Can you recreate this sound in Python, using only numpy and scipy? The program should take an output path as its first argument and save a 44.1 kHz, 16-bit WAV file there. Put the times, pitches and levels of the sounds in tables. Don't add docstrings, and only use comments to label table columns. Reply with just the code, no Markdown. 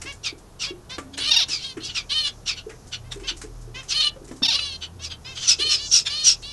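import sys
import numpy as np
from scipy import signal
from scipy.fft import rfft, irfft, next_fast_len
from scipy.io import wavfile
from scipy.ndimage import uniform_filter1d, map_coordinates

SR = 44100
rng = np.random.default_rng(int(sys.argv[2]) if len(sys.argv) > 2 else 0)


def volts(x):
    e = np.asarray(x, float) / 20
    return 10 ** e


def put_to_file(sound):
    columns = np.atleast_2d(sound).T
    safe = np.clip(columns, -1, 1)
    whole_steps = np.round(safe * 32767)
    wavfile.write(sys.argv[1], SR, whole_steps.astype(np.int16))


N = 287532


def unit(x):
    return x / np.sqrt(np.mean(x ** 2) + 1e-20)


def along(points, hz):
    f, v = np.transpose(points)
    return np.interp(np.log(np.abs(hz) + 1), np.log(f + 1), v)


def wobble(rate, size, count=1):
    knots = rng.standard_normal((count, int(size * rate / SR) + 4))
    places = np.arange(size) * rate / SR
    return np.array([map_coordinates(k, [places]) for k in knots])


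def noise(size, gain):
    m = next_fast_len(size + 64)
    spectrum = rfft(rng.standard_normal(m)) * gain(np.fft.rfftfreq(m, 1 / SR))
    return unit(irfft(spectrum, m)[:size])


def bump(hz, centre, width, power=2):
    return np.exp(-((hz - centre) / width) ** power)


def spread(rows, fade):
    s, *cols = np.transpose(rows)
    t = np.arange(s[0] - fade / 2, s[-1] + fade / 2, 1 / SR)
    edge = np.clip(np.minimum(t - t[0], t[-1] - t) / fade, 0, 1)
    return round(t[0] * SR), edge, [np.interp(t, s, c) for c in cols]


def add(track, start, sound):
    track[start:start + len(sound)] += sound[:len(track) - start]


# (frequency [Hz], density [dB per Hz])
AIR = [(90, -2), (150, 1), (220, -5.5), (470, -6.5), (560, -11.5), (650, -9), (900, -12.5), (1300, -15),
       (2100, -25), (3300, -24.5), (6000, -24.5), (8500, -27.5), (11700, -26), (15000, -90)]
# (time [s], feather level [dB])
STIR = [(0, -49), (.6, -84), (1.3, -48), (2.9, -56.5), (4.7, -58), (5.1, -66), (5.4, -40), (6.52, -44)]
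# (time [s], level [dB], lean from first to second order [dB])
HUM = [(0, -47, 0.5), (.5, -52.5, -1.5), (1.1, -52, 1.5), (2, -51, -1), (2.598, -48, 0), (3.5, -42, -3),
       (4.1, -52.5, -7), (4.8, -51, 8.5), (6.52, -48.5, -1)]
# (frequency [Hz], relative unsteadiness, level [dB], answer to the lean)
HUM_ORDERS = [(40, 0.05, 1.5, -1), (80, 0.045, 1.5, 1), (117, 0.037, -1, 0)]


def background():
    t = np.arange(N) / SR
    out = volts(-47 + 0.25 * wobble(27, N)[0]) * noise(N, lambda f: volts(along(AIR, f)))
    stir_db = np.interp(t, *np.transpose(STIR)) - 4.5 + 4 * wobble(11, N)[0]
    out += volts(stir_db) * noise(N, lambda f: bump(f, 6000, 1500))
    out += volts(-55) * noise(N, lambda f: (f > 18) / (1 + (f / 170) ** 4))
    s, load_db, lean_db = np.transpose(HUM)
    for hz, drift, db, leans in HUM_ORDERS:
        phase = 2 * np.pi * np.cumsum(hz * (1 + drift * wobble(20, N)[0])) / SR
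        order_db = np.interp(t, s, load_db + leans * lean_db) + db + 3 * wobble(7, N)[0]
        out += volts(order_db) * np.sin(phase)
    return out


# (frequency [Hz], t60 [s])
ROOM = [(300, 0.35), (2500, 0.16), (10000, 0.016)]


def room(x):
    out, step = np.zeros(N), SR // 8
    for start in range(0, N, step):
        hz, t, z = signal.stft(rng.standard_normal(SR // 3), SR, nperseg=256)
        decay = volts(-60 * t / along(ROOM, hz)[:, None])
        tail = signal.istft(z * decay, SR, nperseg=256)[1]
        add(out, start, signal.fftconvolve(x[start:start + step], tail / np.linalg.norm(tail)))
    return out


# (time [s], peak [dB], low scuff over swish [dB])
RUSTLES = [(0.0144, -16, -4.5), (0.122, -24, -24), (0.379, -32.5, -24), (0.9, -27.5, 1), (0.982, -23, -2),
           (1.1756, -13.5, -2), (1.483, -17, -4.5), (1.769, -31, 9.5), (2.6933, -27, 5.5),
           (2.8702, -29, -20), (3.117, -18.5, -2.5), (3.196, -28, 1), (3.366, -22.5, -14),
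           (3.414, -19, -4.5), (3.6113, -32, -31), (3.8278, -26.5, -3.5), (4.2435, -31, -19),
           (4.2749, -27.5, -6), (4.314, -29, -13), (4.362, -29.5, -13), (6.4173, -29, -6)]


def rustles():
    out, t = np.zeros(N), np.arange(SR // 3) / SR
    for s, db, low_db in RUSTLES:
        swish = noise(len(t), lambda f: bump(f, 6800, 3300))
        scuff = noise(len(t), lambda f: bump(f, 1900, 1300))
        onset = 1 - np.exp(-t / 0.0018)
        grain = volts(2.05 * wobble(557, len(t))[0] - 60 * t / 0.17) * onset
        add(out, round(s * SR), volts(db - 16.5) * grain * (swish + volts(low_db) * scuff))
    return out


# (time [s], peak [dB], pitch [Hz])
BUMPS = [(0.049, -30.5, 336), (0.328, -28, 353), (0.708, -22.5, 359), (0.983, -26.5, 298), (1.18, -27, 374),
         (1.485, -31, 326), (1.771, -20.5, 329), (2.666, -22.5, 424), (3.159, -26.5, 415),
         (3.218, -28.5, 367), (3.313, -28.5, 341), (3.441, -21, 400), (3.678, -33.5, 434),
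         (3.755, -31.5, 312), (4.16, -32.5, 535), (4.216, -29.5, 370), (4.286, -32, 417), (4.313, -23, 283),
         (4.42, -27, 252), (5.589, -20.5, 375), (5.65, -24, 428), (5.722, -31, 393)]
# (time [s], peak [dB], pitch [Hz], t60 [s])
THUMP = (4.42, -22, 245, .07)


def perches():
    out, t = np.zeros(N), np.arange(SR // 3) / SR
    for s, db, hz in BUMPS:
        thud = noise(len(t), lambda f: bump(f, hz, 75) + 0.52 * bump(f, 370, 110, power=4))
        envelope = volts(db - 6.5 - 60 * t / 0.12) * (1 - np.exp(-t / 0.0046))
        add(out, round(s * SR) - 150, envelope * (thud + 0.68 * np.sin(2 * np.pi * hz * t)))
    s, db, hz, t60 = THUMP
    add(out, round(s * SR), volts(db - 60 * t / t60) * np.sin(2 * np.pi * hz * t))
    return out


# (frequency [Hz], level [dB], t60 [s])
WIRES = [(272, -14, 1.34), (595, -23.5, 0.57), (1182, -5, 0.084), (1450, -42, 0.16), (1857, -37, 0.38)]
# (time [s], peak [dB], share of wire ring [dB])
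LANDINGS = [
    (0.983, -8.5, -7.5),
    (4.162, -31, -7),
    (4.313, -19.5, -15),
    (4.421, -15.5, -16),
]


def landings():
    out, t = np.zeros(N), np.arange(SR // 3) / SR
    for s, db, ring_db in LANDINGS:
        ring = np.zeros(len(t))
        for hz, level, t60 in WIRES:
            sway = 0.54 * wobble(28.4, len(t))[0]
            ring += volts(level - 60 * t / t60) * np.sin(2 * np.pi * hz * t + sway)
        crack = 0.38 * volts(-60 * t / 0.058) * noise(len(t), lambda f: 1 / (1 + (f / 1800) ** 2))
        add(out, round(s * SR), volts(db - 7) * (volts(ring_db) * ring + crack))
    return out


def syrinx(rows, throat, rough, strain, beak_db=0, beak_hz=1200):
    start, edge, (pitch, db, *beak) = spread(rows, .008)
    size, pitch = len(edge), uniform_filter1d(pitch, 400, mode="nearest")
    glide = np.abs(np.gradient(np.log(pitch)) * SR)
    rough = np.clip(rough + strain * glide, 0, .6)
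    phase = 2 * np.pi * np.cumsum(pitch * (1 + 0.06 * rough * wobble(341, size)[0])) / SR
    k = np.arange(1, 23)[:, None]
    colour = along(throat, k * pitch) + sum(beak_db * bump(k * pitch, hz, beak_hz) for hz in beak)
    drift = (1.6 + k / 6) * wobble(60, size, count=22)
    gains = volts(colour + drift) * (k * pitch < SR / 3)
    tone = np.sum(gains * np.sin(k * phase + k * k / 3), 0) / np.sqrt(np.sum(gains ** 2, 0) / 2)
    breath = noise(size, lambda hz: volts(along(throat, hz))) * (1 + 0.15 * np.cos(phase))
    return start, edge * volts(db) * (np.sqrt(1 - rough) * tone + np.sqrt(rough) * unit(breath))


def arch(top, bend, size=24):
    u = np.linspace(0, 1, num=size)
    return u, np.clip(1 - u / top, 0, 1) ** bend, np.clip((u - top) / (1 - top), 0, 1) ** bend


def arched_call(s, length, top, db, beak):
    u, early, late = arch(0.635, 2.09)
    pitch = top * (1 - (1 - .91) * early - (1 - .94) * late)
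    soft = np.clip(1 - length * u / 0.017, 0, 1)
    return np.transpose([s + length * u, pitch, db - 4 * soft - 15 * late, beak + 0 * u])


# (time [s], length [s], top pitch [Hz], level [dB], beak resonance [Hz])
MATES = [(0.057, 0.073, 563.5, -33, 2500), (0.652, .07, 561.6, -33.5, 3060), (0.896, 0.077, 526, -33, 3940),
         (3.04, 0.062, 530, -54.5, 2110), (3.235, 0.044, 545, -37.5, 2820),
         (3.745, 0.082, 529.7, -33.5, 2850), (4.994, 0.096, 570, -40.5, 3450),
         (5.247, 0.1, 530.4, -36, 3200)]
# (frequency [Hz], gain [dB])
MATE_THROAT = [(280, -37), (530, -10), (1060, -5.5), (1600, -7.5), (2700, -3.5), (4300, -6.5), (5500, -3.5),
               (7500, -19.5), (11700, -36.5), (15000, -70)]


def mates():
    out = np.zeros(N)
    for row in MATES:
        add(out, *syrinx(arched_call(*row), MATE_THROAT, rough=0.052, strain=0.026,
                         beak_db=10.5, beak_hz=1070))
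    return out


def cry(row, top, soft_db, fade_db, bend, lead_db, sag, sag_share=.22):
    s, length, db, upper_db, hz = row
    u, early, late = arch(top, bend)
    pitch = hz * (1 - sag * np.tanh((u - top) / sag_share))
    level = db - soft_db * early - fade_db * late
    return np.transpose([s + length * u, level, upper_db + lead_db * early, pitch])


# (frequency [Hz], density [dB per Hz])
HARSH = [(470, -45), (800, -37), (1060, -15.5), (1450, -4.5), (1790, -12), (3110, 2), (3360, 7.5),
         (5200, 3), (11700, -27.5), (15200, -83), (22000, -120)]


def screech(rows, scale, jitter, sag, gap_db, hiss_db, half_db, low_db=0):
    start, edge, (db, upper_db, hz) = spread(rows, .014)
    size = len(edge)
    snaps = np.cumsum(45 * volts(2.8 * wobble(39, size)[0])) / SR % 1
    slips = sag * (.5 - snaps) + jitter * wobble(489.3, size)[0]
    phase = 2 * np.pi * np.cumsum(hz * scale * (1 + slips)) / SR
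    puffs = volts(1.2 * wobble(150, size)[0]) * (1 + .7 * np.cos(phase / 5))

    def line(order):
        gaps = volts(-gap_db * wobble(225.4, size)[0] ** 2)
        return unit(gaps * np.sin(order * phase))

    def hiss(side):
        return volts(hiss_db) * unit(puffs * noise(size, lambda f: volts(along(HARSH, f)) * side(f)))

    def below(f):
        return 1 / (1 + (f / 4000) ** 8)

    low = volts(low_db) * line(1) + volts(half_db) * line(1.5) + volts(half_db - 14) * line(.5)
    low += hiss(below)
    high = line(2) + volts(half_db - 5) * line(2.5) + volts(-18) * line(3)
    high += hiss(lambda f: 1 - below(f))
    return start, edge * volts(db) * (unit(low) + volts(upper_db) * unit(high))


# (time [s], length [s], level below 4 kHz [dB], overtone band over it [dB], pitch [Hz])
HOARSE = [(1.13, 0.037, -35.5, -8, 3260), (1.195, 0.1, -26, -27, 3030), (1.877, 0.064, -29.5, -12, 2930),
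          (2.256, 0.059, -25.5, -5.5, 3360), (2.558, 0.067, -32.5, -7.5, 2930),
          (2.918, 0.06, -25.5, -7, 2980), (3.11, 0.034, -28.5, -14, 3730), (3.27, 0.065, -21, -8, 3020),
          (4.586, 0.02, -19, -30, 2656), (4.811, 0.069, -27.5, -9.5, 3040),
          (5.096, 0.065, -30, -12.5, 3214), (5.35, 0.078, -29.5, -6.5, 3176),
          (5.411, 0.061, -30.5, -9, 3510), (6.054, 0.049, -19, -10, 3530)]


def hoarse_notes():
    out = np.zeros(N)
    for row in HOARSE:
        rows = cry(row, top=0.37, soft_db=15, fade_db=25.5, bend=1.43, lead_db=4, sag=0.022)
        add(out, *screech(rows, 1, jitter=.022, sag=.04, gap_db=4, hiss_db=1, half_db=-4))
    return out


# (time [s], length [s], level below 4 kHz [dB], overtone band over it [dB], overtone [Hz])
BEGS = [(1.604, 0.12, -46.5, 10, 4830), (1.83, 0.08, -44, 14, 5560), (0.235, 0.091, -25.5, 1.5, 5100),
        (0.596, 0.11, -26.5, 3, 5210), (1.481, 0.15, -30, 7.5, 5100), (1.942, 0.091, -23.5, -1, 5234),
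        (2.46, 0.1, -23, 0.5, 5226), (3.884, 0.088, -29, 6.5, 5620), (5.02, 0.086, -37, 7.5, 5510),
        (5.397, 0.16, -29.5, 0, 5730), (5.472, 0.089, -21, 12.5, 5620), (5.69, 0.11, -25.5, 10.5, 5350),
        (5.909, 0.13, -25, 14.5, 5506), (6.239, 0.12, -22.5, 14, 5600)]


def fledglings():
    out = np.zeros(N)
    swell = dict(top=0.35, soft_db=14.5, fade_db=31, lead_db=1)
    for row in BEGS[:10]:
        rows = cry(row, bend=1.66, sag=.12, **swell)
        add(out, *screech(rows, .5, jitter=.035, sag=.08, gap_db=7, hiss_db=-2, half_db=-6, low_db=-2))
    for row in BEGS[10:]:
        rows = cry(row, bend=1.96, sag=.05, **swell)
        add(out, *screech(rows, .5, jitter=.035, sag=.07, gap_db=5, hiss_db=-6, half_db=-11, low_db=-8))
    return out


def falling_note(s, length, held, top, db):
    t = np.linspace(0, length, num=40)
    early, late = np.clip(1 - t / .009, 0, 1), np.clip(t - held, 0, 1)
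    broken = (t - held) / .004
    dip_db = 4 * np.exp(-broken ** 2)
    slide_db = 6 * (1 + np.tanh(broken + 1)) / 2
    fade_db = 60 * late
    pitch = top * (1 - (1 - .96) * early) * np.exp(-10.3 * late)
    return np.transpose([s + t, pitch, db - 12 * early - (dip_db + slide_db + fade_db)])


# (time [s], length [s], held [s], held pitch [Hz], level [dB])
FALLS = [
    (1.308, 0.05, .02, 938, -8.5),
    (1.359, 0.083, .023, 939, -9.5),
    (4.426, 0.044, .018, 914, -10),
    (4.479, .082, .019, 919, -11.5),
]
# (frequency [Hz], gain [dB])
FALL_THROAT = [(500, -28), (900, -24.5), (1850, -24.5), (2750, -11.5), (3700, -2.5), (4600, -7.5),
               (5500, -6), (6500, -23), (8000, -35.5), (11500, -36.5), (15000, -103)]


def falling_notes():
    out = np.zeros(N)
    for row in FALLS:
        add(out, *syrinx(falling_note(*row), FALL_THROAT, rough=.06, strain=.013))
    return out


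def nasal_call(s, length, held, top, db):
    t = np.linspace(0, length, num=40)
    early, late = np.clip(1 - t / .065, 0, 1) ** 2, np.clip(t - held, 0, 1)
    release = np.clip(1 - (length - t) / 0.021, 0, 1)
    waver = 4 * uniform_filter1d(rng.standard_normal(len(t)), size=3)
    level = db + waver - 9.5 * early - 80 * late - release
    pitch = top * (1 - (1 - .83) * early) - 470 * late
    return np.transpose([s + t, pitch, level])


# (time [s], length [s], held until [s into the call], top
# pitch [Hz], level [dB])
NASAL = [(1.173, 0.067, 0.036, 579, -23.5), (1.234, 0.077, 0.042, 620.6, -18.5),
         (1.591, 0.14, 0.071, 542, -31), (1.801, .085, 0.053, 564.5, -33.5), (2.095, 0.19, 0.1, 614, -20),
         (3.92, 0.17, 0.092, 615.4, -19.5), (4.518, 0.25, 0.11, 583.5, -24),
         (5.586, 0.173, .125, 611.6, -19.5)]
# (time [s], length [s], top pitch [Hz], level [dB], beak resonance [Hz])
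ARCHES = [
    (4.018, 0.081, 596, -19.5, 3550),
    (5.778, 0.11, 587, -30, 4800),
    (6.095, .19, 615, -24.5, 5100),
    (6.426, 0.12, 579, -35, 5060),
]
# (frequency [Hz], gain [dB])
THROAT = [(300, -48), (600, -26.5), (1200, -16.5), (1800, -16.5), (2400, -12), (3000, 3), (3600, -3),
          (4250, 5), (4850, -7), (6000, -12.5), (7600, -24.5), (9500, -19), (11700, -40.5), (15000, -75)]


def adults():
    out = np.zeros(N)
    for row in NASAL:
        add(out, *syrinx(nasal_call(*row), THROAT, rough=.06, strain=.055))
    for row in ARCHES:
        add(out, *syrinx(arched_call(*row), THROAT, rough=0.061, strain=0.037, beak_db=4, beak_hz=875))
    return out


def scene():
    cage = rustles() + perches() + landings()
    birds = mates() + hoarse_notes() + fledglings() + falling_notes() + adults()
    near = cage + birds
    return (near + volts(-12.5) * room(near) + background())[None]


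def band_limit(x):
    return signal.sosfilt(signal.butter(12, 11810, fs=SR, output="sos"), x)


def record(dry):
    level = np.sqrt(np.abs(uniform_filter1d(dry ** 2, 1500)))
    ducked = dry / (2.5 + (level / 0.4) ** 2) ** 0.27
    ceiling = .8
    rounded = ducked / (1 + (ducked / ceiling) ** 6) ** (1 / 6)
    return band_limit(rounded)


dry = scene()
out = record(dry)
put_to_file(out)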